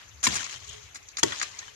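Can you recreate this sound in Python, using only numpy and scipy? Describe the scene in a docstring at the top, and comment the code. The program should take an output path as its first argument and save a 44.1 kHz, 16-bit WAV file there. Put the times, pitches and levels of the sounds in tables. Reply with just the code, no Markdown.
"""A machete cuts twice into the branches of a leafy tree, a few metres away in an open field.
Each bite is a burst of random fibre fractures, with damped wood modes, hollow thuds and a low shudder.
Leaves rip and twigs snap as filtered clicks; foliage rustles as dense clicks; knocking sticks ring in modes.
Filtered noise gives a faint hiss and rumble, and a noise-driven resonance gives a far-off tone."""
import sys
import numpy as np
from scipy import signal
from scipy.fft import rfft, irfft, next_fast_len
from scipy.io import wavfile

SR = 44100
rng = np.random.default_rng(int(sys.argv[2]) if len(sys.argv) > 2 else 0)


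def dump(signal):
    """Clip the signal to [-1, 1] and save it as 16-bit WAV at the path in sys.argv[1]."""
    limited = np.clip(np.atleast_2d(signal).T, -1, 1)
    pcm = np.round(limited * 32767).astype(np.int16)
    wavfile.write(sys.argv[1], SR, pcm)


N = 77175
T = np.arange(N) / SR   # time in s

# blade bites: start_s, level_db, splitting_s (hold before release)
CHOPS = [(0.2668, -15, .0068), (1.2297, -12, .0062)]
# spectrum of the splitting fibres, one list for each cut: frequency_hz, level_db
CUT_COLOURS = [
    [(30, -7), (110, 2.5), (260, -1), (450, 0.5), (680, -5), (850, -5), (1060, -2), (1400, -7), (2200, -6),
     (4000, -4), (7200, 2.5), (8600, -13.5), (11000, -13), (14500, -27), (16000, -45)],
    [(30, -40), (120, -15.5), (350, -2), (550, 3.5), (760, -1), (1100, -10), (1400, -7), (1900, -2),
     (2400, -8), (3300, -6.5), (4400, -8.5), (6500, -5.5), (7600, -5.5), (9000, -20.5), (14500, -26),
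     (16000, -38)],
]
SPLIT_RELEASE_S, FIBRES_PER_S = 0.0024, 3200
# modes of each struck branch: pitch_hz, level_db (relative to its bite and WOOD_DB), t60_s
BRANCH_MODES = [
    [(1052, -9.5, 0.025), (1800, -11.5, 0.045), (2230, -5, 0.023), (2740, -14, 0.053), (3354, -11, 0.035),
     (3850, -12.5, 0.032), (4100, -20, 0.04), (5660, -29, 0.037)],
    [(923, -17.5, 0.063), (1102, -27.5, 0.12), (1630, -26, 0.049), (1980, -22, 0.077), (2840, -27, 0.04),
     (3340, -5, 0.02), (6260, -7, 0.019), (6560, -6.5, 0.022)],
]
WOOD_DB = 9
# hollow knocks as the branch takes the blade and springs back: start_s, pitch_hz, level_db, t60_s
THUDS = [(0.2690, 228, -13, 0.021), (0.2778, 256, -10, 0.018), (1.23, 308, -13, 0.022),
         (1.237, 383, -4, 0.027), (1.2510, 322, -24.5, 0.073)]
THUD_RISE_S = 0.0026
# tremble of the tree after each cut: level_db, hold_s, decay_s, spectrum (frequency_hz, level_db)
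SHUDDERS = [(-35.5, 0.028, 0.051, [(35, -35), (75, -6.5), (100, 1), (130, -3.5), (190, -4), (300, -10.5),
            (600, -14), (2000, -67)]), (-36.5, 0.052, 0.021, [(35, -22), (75, -7), (105, 4), (180, -12.5),
            (300, 1.5), (420, 3.5), (600, -10), (2000, -81)])]

# leaves torn or swept aside: start_s, level_db, hold_s, treble_tilt_db_per_octave
SWIPES = [(0.2291, -24, 0.0029, 3), (0.237, -15.5, 0.02, 2.5), (0.281, -30, 0.0057, 23),
          (0.336, -26.5, 0.012, 10), (0.354, -21.5, 0.013, -1.5), (0.397, -31.5, 0.0082, -3),
          (0.945, -36.5, 0.025, 1), (1.182, -25, 0.013, 0), (1.323, -31.5, 0.012, -9),
          (1.422, -26.5, 0.0075, 5)]
# spectrum of tearing leaves before the tilt: frequency_hz, level_db
SWIPE_COLOUR = [(40, -50), (290, -5), (520, -14), (950, -13.5), (1300, -6.5), (2200, -6), (3200, -8.5),
                (4800, -12), (6700, 1.5), (7800, -12.5), (8800, -17.5), (11000, -23), (14400, -34),
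                (16000, -64)]
TEARS_PER_S, SWIPE_RELEASE_S = 4500, 0.0049
# twigs snapping: start_s, level_db, treble_tilt_db_per_octave
SNAPS = [(0.239, -22.5, 5), (0.256, -17, 2), (0.3378, -26, -3), (0.4425, -24, 12), (0.465, -28, -4),
         (0.4945, -32, -1.5), (0.5095, -31, 1.5), (0.6452, -36, 4), (.677, -36.5, 11), (0.6912, -31.5, 33),
         (0.7305, -36, 10), (0.9571, -31.5, -3.5), (1.028, -47, 5), (1.0856, -34, 7.5), (1.1698, -20.5, 3),
         (1.3972, -22.5, 2.5), (1.4142, -18, -4), (1.4282, -18, -3.5), (1.5886, -23.5, 6.5)]
# spectrum of a snap before the tilt: frequency_hz, level_db
SNAP_COLOUR = [(40, -65), (330, -4), (560, -8), (1100, -8), (2000, -0.5), (3000, 0), (4200, 1),
               (5400, -6.5), (6600, 9), (7800, -15), (9000, -26.5), (11000, -31), (14200, -39),
               (16000, -50)]
SNAP_HOLD_S, SNAP_RELEASE_S, SPLINTERS_PER_S = 0.00023, 0.0046, 4500
FIRST_CRACK_DB = 17.5   # gain of the opening click
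# swaying sticks knocking together: start_s, level_db, pitch_ratio
KNOCKS = [(1.3215, -24.5, 1.03), (1.4288, -31.5, 0.66), (1.53, -45, 1.6), (1.542, -43, 1.15),
          (1.599, -50, 0.87), (1.617, -41.5, 0.97), (1.627, -39, 1.02), (1.68, -37.5, 0.93)]
# modes of such a stick: pitch_hz (before the ratio), level_db, t60_s
STICK_MODES = [(1063, -14, 0.04), (1813, 2, 0.03), (2280, -11, 0.021), (3296, -4.5, 0.045),
               (3600, -12, 0.024)]
CHATTER_DB, CHATTER_DECAY_S, CHATTER_TOUCHES_PER_S = -3.5, 0.0067, 3100

# level curves of the shaking foliage, at the start and around each cut: time_s, level_db
SHAKES = [
    [(0, -47), (.03, -49.5), (.1, -61)],
    [(.23, -31), (.29, -32.5), (.33, -28), (.38, -29.5), (.42, -32.5), (.48, -38.5), (.55, -35),
     (.59, -47.5), (.66, -45.5), (.745, -42), (.8, -51.5), (.865, -50.5), (.9, -53)],
    [(1.225, -75), (1.24, -38), (1.28, -33.5), (1.38, -35.5), (1.45, -38.5), (1.51, -45.5), (1.61, -43),
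     (1.69, -48), (1.75, -62)],
]
# one tilt for each shake: treble_tilt_db_per_octave
SHAKE_TILTS = [-6, -0.5, -1]
# spectrum of leaf touches before the tilt: frequency_hz, level_db
LEAF_COLOUR = [(120, -23.5), (220, -15.5), (400, -14), (540, -12), (1050, -7.5), (1400, -6.5), (1900, -4),
               (3200, -1), (4700, -6), (6700, 0), (7600, -8), (8600, -17.5), (11500, -28), (14200, -36),
               (16000, -34)]
LEAF_TOUCHES_PER_S, LEAF_SPREAD_DB, LEAF_DIFFUSE_DB = 2000, 3, 4.5
# centres of the bands that swell and fade separately: frequency_hz
PATCH_BANDS = [700, 1100, 1600, 2300, 3300, 4700, 6500]
PATCH_SWELL_DB, PATCH_STEP_S = 5.5, 0.016
TILT_FROM_HZ, TILT_TO_HZ = 1900, 7400   # a treble tilt acts between these and is level beyond

# spectrum of the field hiss: frequency_hz, level_db
AIR_COLOUR = [(100, -4), (250, -13.5), (400, -11), (600, -12), (1400, -9), (2500, -8), (4200, -14),
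              (5300, -14.5), (6400, -4), (7300, -11), (8200, -30), (10500, -28), (11700, -19), (12700, -38),
              (14300, -30), (15500, -58)]
AIR_DB, AIR_RIGHT_DB = -51, -5
# spectrum of the moving-air rumble: frequency_hz, level_db
RUMBLE_COLOUR = [(20, -11), (45, 2), (70, 7.5), (105, 6), (150, -6.5), (300, -40), (1000, -52)]
# level curve of the rumble: time_s, level_db
RUMBLE_LEVEL = [(0, -66), (.1, -53.5), (.2, -51), (.38, -54), (.5, -68), (.575, -48.5), (.635, -56.5),
                (.7, -48.5), (.785, -56), (.85, -48), (.9, -58.5), (1.4, -61), (1.75, -61)]
# level curve of the far-off tone: time_s, level_db
FAR_TONE_LEVEL = [(0, -85), (.6, -75), (.655, -60), (.735, -49.5), (.8, -58.5), (.84, -74), (1.06, -67),
                  (1.75, -63)]
FAR_TONE_HZ, FAR_TONE_T60_S = 423, 0.51

# the left microphone hears later, the right one softer
LEFT_LAG_S, RIGHT_DB, BASS_RIGHT_DB = 0.0009607, -6, -4
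# tone colour of the right microphone: frequency_hz, level_db
RIGHT_COLOUR = [(100, 0.5), (400, 2), (1000, 2), (2200, -1.4), (4500, 3.5), (7000, -3), (9000, 5.5),
                (14000, 1)]
SCATTER_DB, SCATTER_DECAY_S, SCATTER_FROM_HZ = 5, 0.0016, 1210
ECHO_DB, ECHO_DECAY_S, ECHO_FROM_HZ = -14, 0.042, 230
LOW_CUT_HZ, CUTOFF_HZ, PEAK_LIMIT = 61, 16000, 0.8


def from_db(db):
    """Logarithmic level: 20 decibels make a tenfold amplitude."""
    return 10 ** (np.asarray(db) / 20)


def rms_one(x):
    """Normalisation: the root mean square becomes one."""
    return x / np.sqrt(np.mean(x ** 2) + 1e-20)


def level_curve(points):
    """Envelope: level is linear in decibels between points and held beyond them."""
    return from_db(np.interp(T, *np.transpose(points)))


def coloured(x, points, tilt_db=0):
    """Minimum-phase filtering: a folded cepstrum gives a causal response; the RMS level is kept."""
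    size = 2 * next_fast_len(N)
    octave = np.log2(np.maximum(np.arange(size // 2 + 1) * SR / size, 1))
    hz, db = np.transpose(points)
    tilt = tilt_db * np.clip(octave, np.log2(TILT_FROM_HZ), np.log2(TILT_TO_HZ))
    curve = np.interp(octave, np.log2(hz), db) + tilt
    cepstrum = irfft(np.log(from_db(curve - curve.max())))
    # fold negative times onto positive ones
    cepstrum[1:size // 2] *= 2
    cepstrum[size // 2 + 1:] = 0
    filtered = irfft(rfft(x, size) * np.exp(rfft(cepstrum)))[..., :N]
    return rms_one(filtered) * np.sqrt(np.mean(x ** 2))


def grains(per_s, spread_db):
    """Random impulse process: independent clicks of either sign and uneven size."""
    sizes = from_db(spread_db * np.minimum(rng.exponential(1, N), 4))
    signs = rng.choice([-1, 1], N)
    return rms_one(sizes * signs * (rng.random(N) < per_s / SR))


def burst(s, hold_s, release_s, per_s, spread_db):
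    """Fracture cascade: tiny breaks begin at once, hold and die exponentially."""
    shape = (T >= s) * np.exp(-np.maximum(T - s - hold_s, 0) / release_s)
    return rms_one(shape * grains(per_s, spread_db)) * np.sqrt(np.mean(shape ** 2))


def impulse(s):
    """Ideal impact: all the force falls in one sample."""
    return np.arange(N) == int(s * SR)


def ring(x, hz, t60):
    """Damped resonance: a pole pair loses 60 dB in its t60."""
    r, w = from_db(-60 / (t60 * SR)), 2 * np.pi * hz / SR
    # the tiny offset keeps the filter from slowing on silence
    return signal.lfilter([0, np.sin(w)], [1, -2 * r * np.cos(w), r * r], x + 1e-18)


def cuts():
    """Brittle fracture: wood fibres split in a dense cascade at each bite."""
    out = 0
    for (s, db, hold_s), colour in zip(CHOPS, CUT_COLOURS):
        splitting = burst(s, hold_s, SPLIT_RELEASE_S, FIBRES_PER_S, spread_db=4.0)
        out = out + from_db(db) * coloured(splitting, colour)
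    return out


def branches():
    """Modal vibration: impulses early in each bite excite the damped modes of its branch."""
    out = 0
    for (s, db, splitting_s), modes in zip(CHOPS, BRANCH_MODES):
        for hz, mode_db, t60 in modes:
            blow = impulse(s + splitting_s * rng.random() / 2)
            out = out + from_db(db + WOOD_DB + mode_db) * ring(blow, hz, t60)
    return out


def thuds():
    """Damped oscillation: each hollow knock is a softly rising, exponentially dying sine."""
    out = 0
    for s, hz, db, t60 in THUDS:
        age = np.maximum(T - s, 0)
        decay = np.exp(-np.log(1000) * age / t60)
        rise = 1 - np.exp(-(age / THUD_RISE_S) ** 2)
        out = out + from_db(db) * decay * rise * np.sin(2 * np.pi * hz * age)
    return out


def shudders():
    """Random low-frequency vibration: a low-coloured burst makes the tree tremble after each cut."""
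    out = 0
    for (s, *_), (db, hold_s, decay_s, colour) in zip(CHOPS, SHUDDERS):
        tremble = burst(s, hold_s, decay_s, FIBRES_PER_S, spread_db=-8.5)
        out = out + from_db(db) * coloured(tremble, colour)
    return out


def swipes():
    """Tearing: a leaf gives way in many small ruptures, heard as a short rip."""
    out = 0
    for s, db, hold_s, tilt in SWIPES:
        rip = burst(s, hold_s, SWIPE_RELEASE_S, TEARS_PER_S, spread_db=-0.5)
        out = out + from_db(db) * coloured(rip, SWIPE_COLOUR, tilt)
    return out


def snaps():
    """Sudden stress release: a twig gives one sharp crack and a few splinters."""
    out = 0
    for s, db, tilt in SNAPS:
        crack = from_db(FIRST_CRACK_DB) * impulse(s)
        splinters = burst(s, SNAP_HOLD_S, SNAP_RELEASE_S, SPLINTERS_PER_S, spread_db=4.0)
        out = out + from_db(db) * coloured(crack + splinters, SNAP_COLOUR, tilt)
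    return out


def knocks():
    """Impact excitation: a blow and its brief chatter drive the modes of a stick."""
    out = 0
    for s, db, pitch in KNOCKS:
        chatter = burst(s, 0, CHATTER_DECAY_S, CHATTER_TOUCHES_PER_S, spread_db=-1.5)
        touch = impulse(s) + from_db(CHATTER_DB) * chatter / np.linalg.norm(chatter)
        for hz, mode_db, t60 in STICK_MODES:
            out = out + from_db(db + mode_db) * ring(touch, hz * pitch, t60)
    return out


def patchy(x):
    """Independent band modulation: each band swells and fades on its own."""
    knots = np.arange(0, T[-1] + PATCH_STEP_S, PATCH_STEP_S)
    # one row per band, with more columns than there are knots
    swells = np.clip(rng.standard_normal((len(PATCH_BANDS), 400)), -2, 2)[:, :len(knots)]
    out = x
    for hz, swell in zip(PATCH_BANDS, swells):
        sos = signal.butter(2, [hz / 1.22, hz * 1.22], "band", fs=SR, output="sos")
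        gain = from_db(PATCH_SWELL_DB * np.interp(T, knots, swell))
        out = out + signal.sosfilt(sos, x) * (gain - 1)
    return rms_one(out)


def foliage():
    """Superposed random contacts: leaf touches arrive partly direct, partly from all around."""
    direct, left, right = [patchy(grains(LEAF_TOUCHES_PER_S, LEAF_SPREAD_DB)) for path in range(3)]
    diffuse = from_db(LEAF_DIFFUSE_DB)
    around = np.array([left, from_db(RIGHT_DB) * right])
    touches = (pair(direct, RIGHT_DB) + diffuse * around) / np.hypot(1, diffuse)
    out = 0
    for points, tilt in zip(SHAKES, SHAKE_TILTS):
        level = from_db(np.interp(T, *np.transpose(points), left=-120, right=-120))
        out = out + level * coloured(touches, LEAF_COLOUR, tilt)
    return out


def outdoors():
    """Filtered noise: field hiss, a low rumble of moving air and a faint far-off resonant tone."""
    sides = np.array([patchy(coloured(rng.standard_normal(N), AIR_COLOUR)) for side in "LR"])
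    hiss = from_db(AIR_DB) * sides * from_db([[0], [AIR_RIGHT_DB]])
    rumble = level_curve(RUMBLE_LEVEL) * coloured(rng.standard_normal(N), RUMBLE_COLOUR)
    resonance = rms_one(ring(rng.standard_normal(N), FAR_TONE_HZ, FAR_TONE_T60_S))
    tone = level_curve(FAR_TONE_LEVEL) * resonance
    return hiss + pair(rumble + tone, BASS_RIGHT_DB)


def delayed(x):
    """Propagation delay: the wave reaches the left microphone after a lag."""
    return np.interp(T - LEFT_LAG_S, T, x, left=0)


def pair(x, right_db):
    """Interchannel time and level difference: left is later, right is scaled."""
    return np.array([delayed(x), from_db(right_db) * x])


def scattered(x, decay_s, from_hz):
    """Multiple scattering: plants return dying reflections, different on each side; bass passes by."""
    spectrum = rfft(rng.standard_normal((2, N)) * np.exp(-T / decay_s))
    even_paths = irfft(spectrum / np.abs(spectrum), N)   # flat magnitude, random phase
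    paths = signal.sosfilt(signal.butter(2, from_hz, "high", fs=SR, output="sos"), even_paths)
    left, right = signal.fftconvolve(x[None], paths, axes=1)[:, :N]
    return np.array([delayed(left), from_db(RIGHT_DB) * right])


def scene():
    """Linear superposition: blows, leaves and background add at the two microphones."""
    cracks = cuts() + swipes() + snaps()
    wood = branches() + knocks()
    scatter = from_db(SCATTER_DB)
    reflections = scattered(cracks, SCATTER_DECAY_S, SCATTER_FROM_HZ)
    near = (pair(cracks, RIGHT_DB) + scatter * reflections) / np.hypot(1, scatter)
    echo = from_db(ECHO_DB) * scattered(cracks + wood, ECHO_DECAY_S, ECHO_FROM_HZ)
    low = thuds() + shudders()
    tree = near + echo + pair(wood, RIGHT_DB) + pair(low, BASS_RIGHT_DB)
    left, right = tree + foliage() + outdoors()
    return np.array([left, coloured(right, RIGHT_COLOUR)])


def record(dry):
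    """Band limiting and clipping: deep bass is thinned, high peaks are clipped, the top is cut."""
    thinned = signal.sosfilt(signal.butter(2, LOW_CUT_HZ, "high", fs=SR, output="sos"), dry)
    clipped = np.clip(thinned, -PEAK_LIMIT, PEAK_LIMIT)
    return signal.sosfilt(signal.cheby2(12, 60, CUTOFF_HZ, fs=SR, output="sos"), clipped)


dry = scene()
out = record(dry)
dump(out)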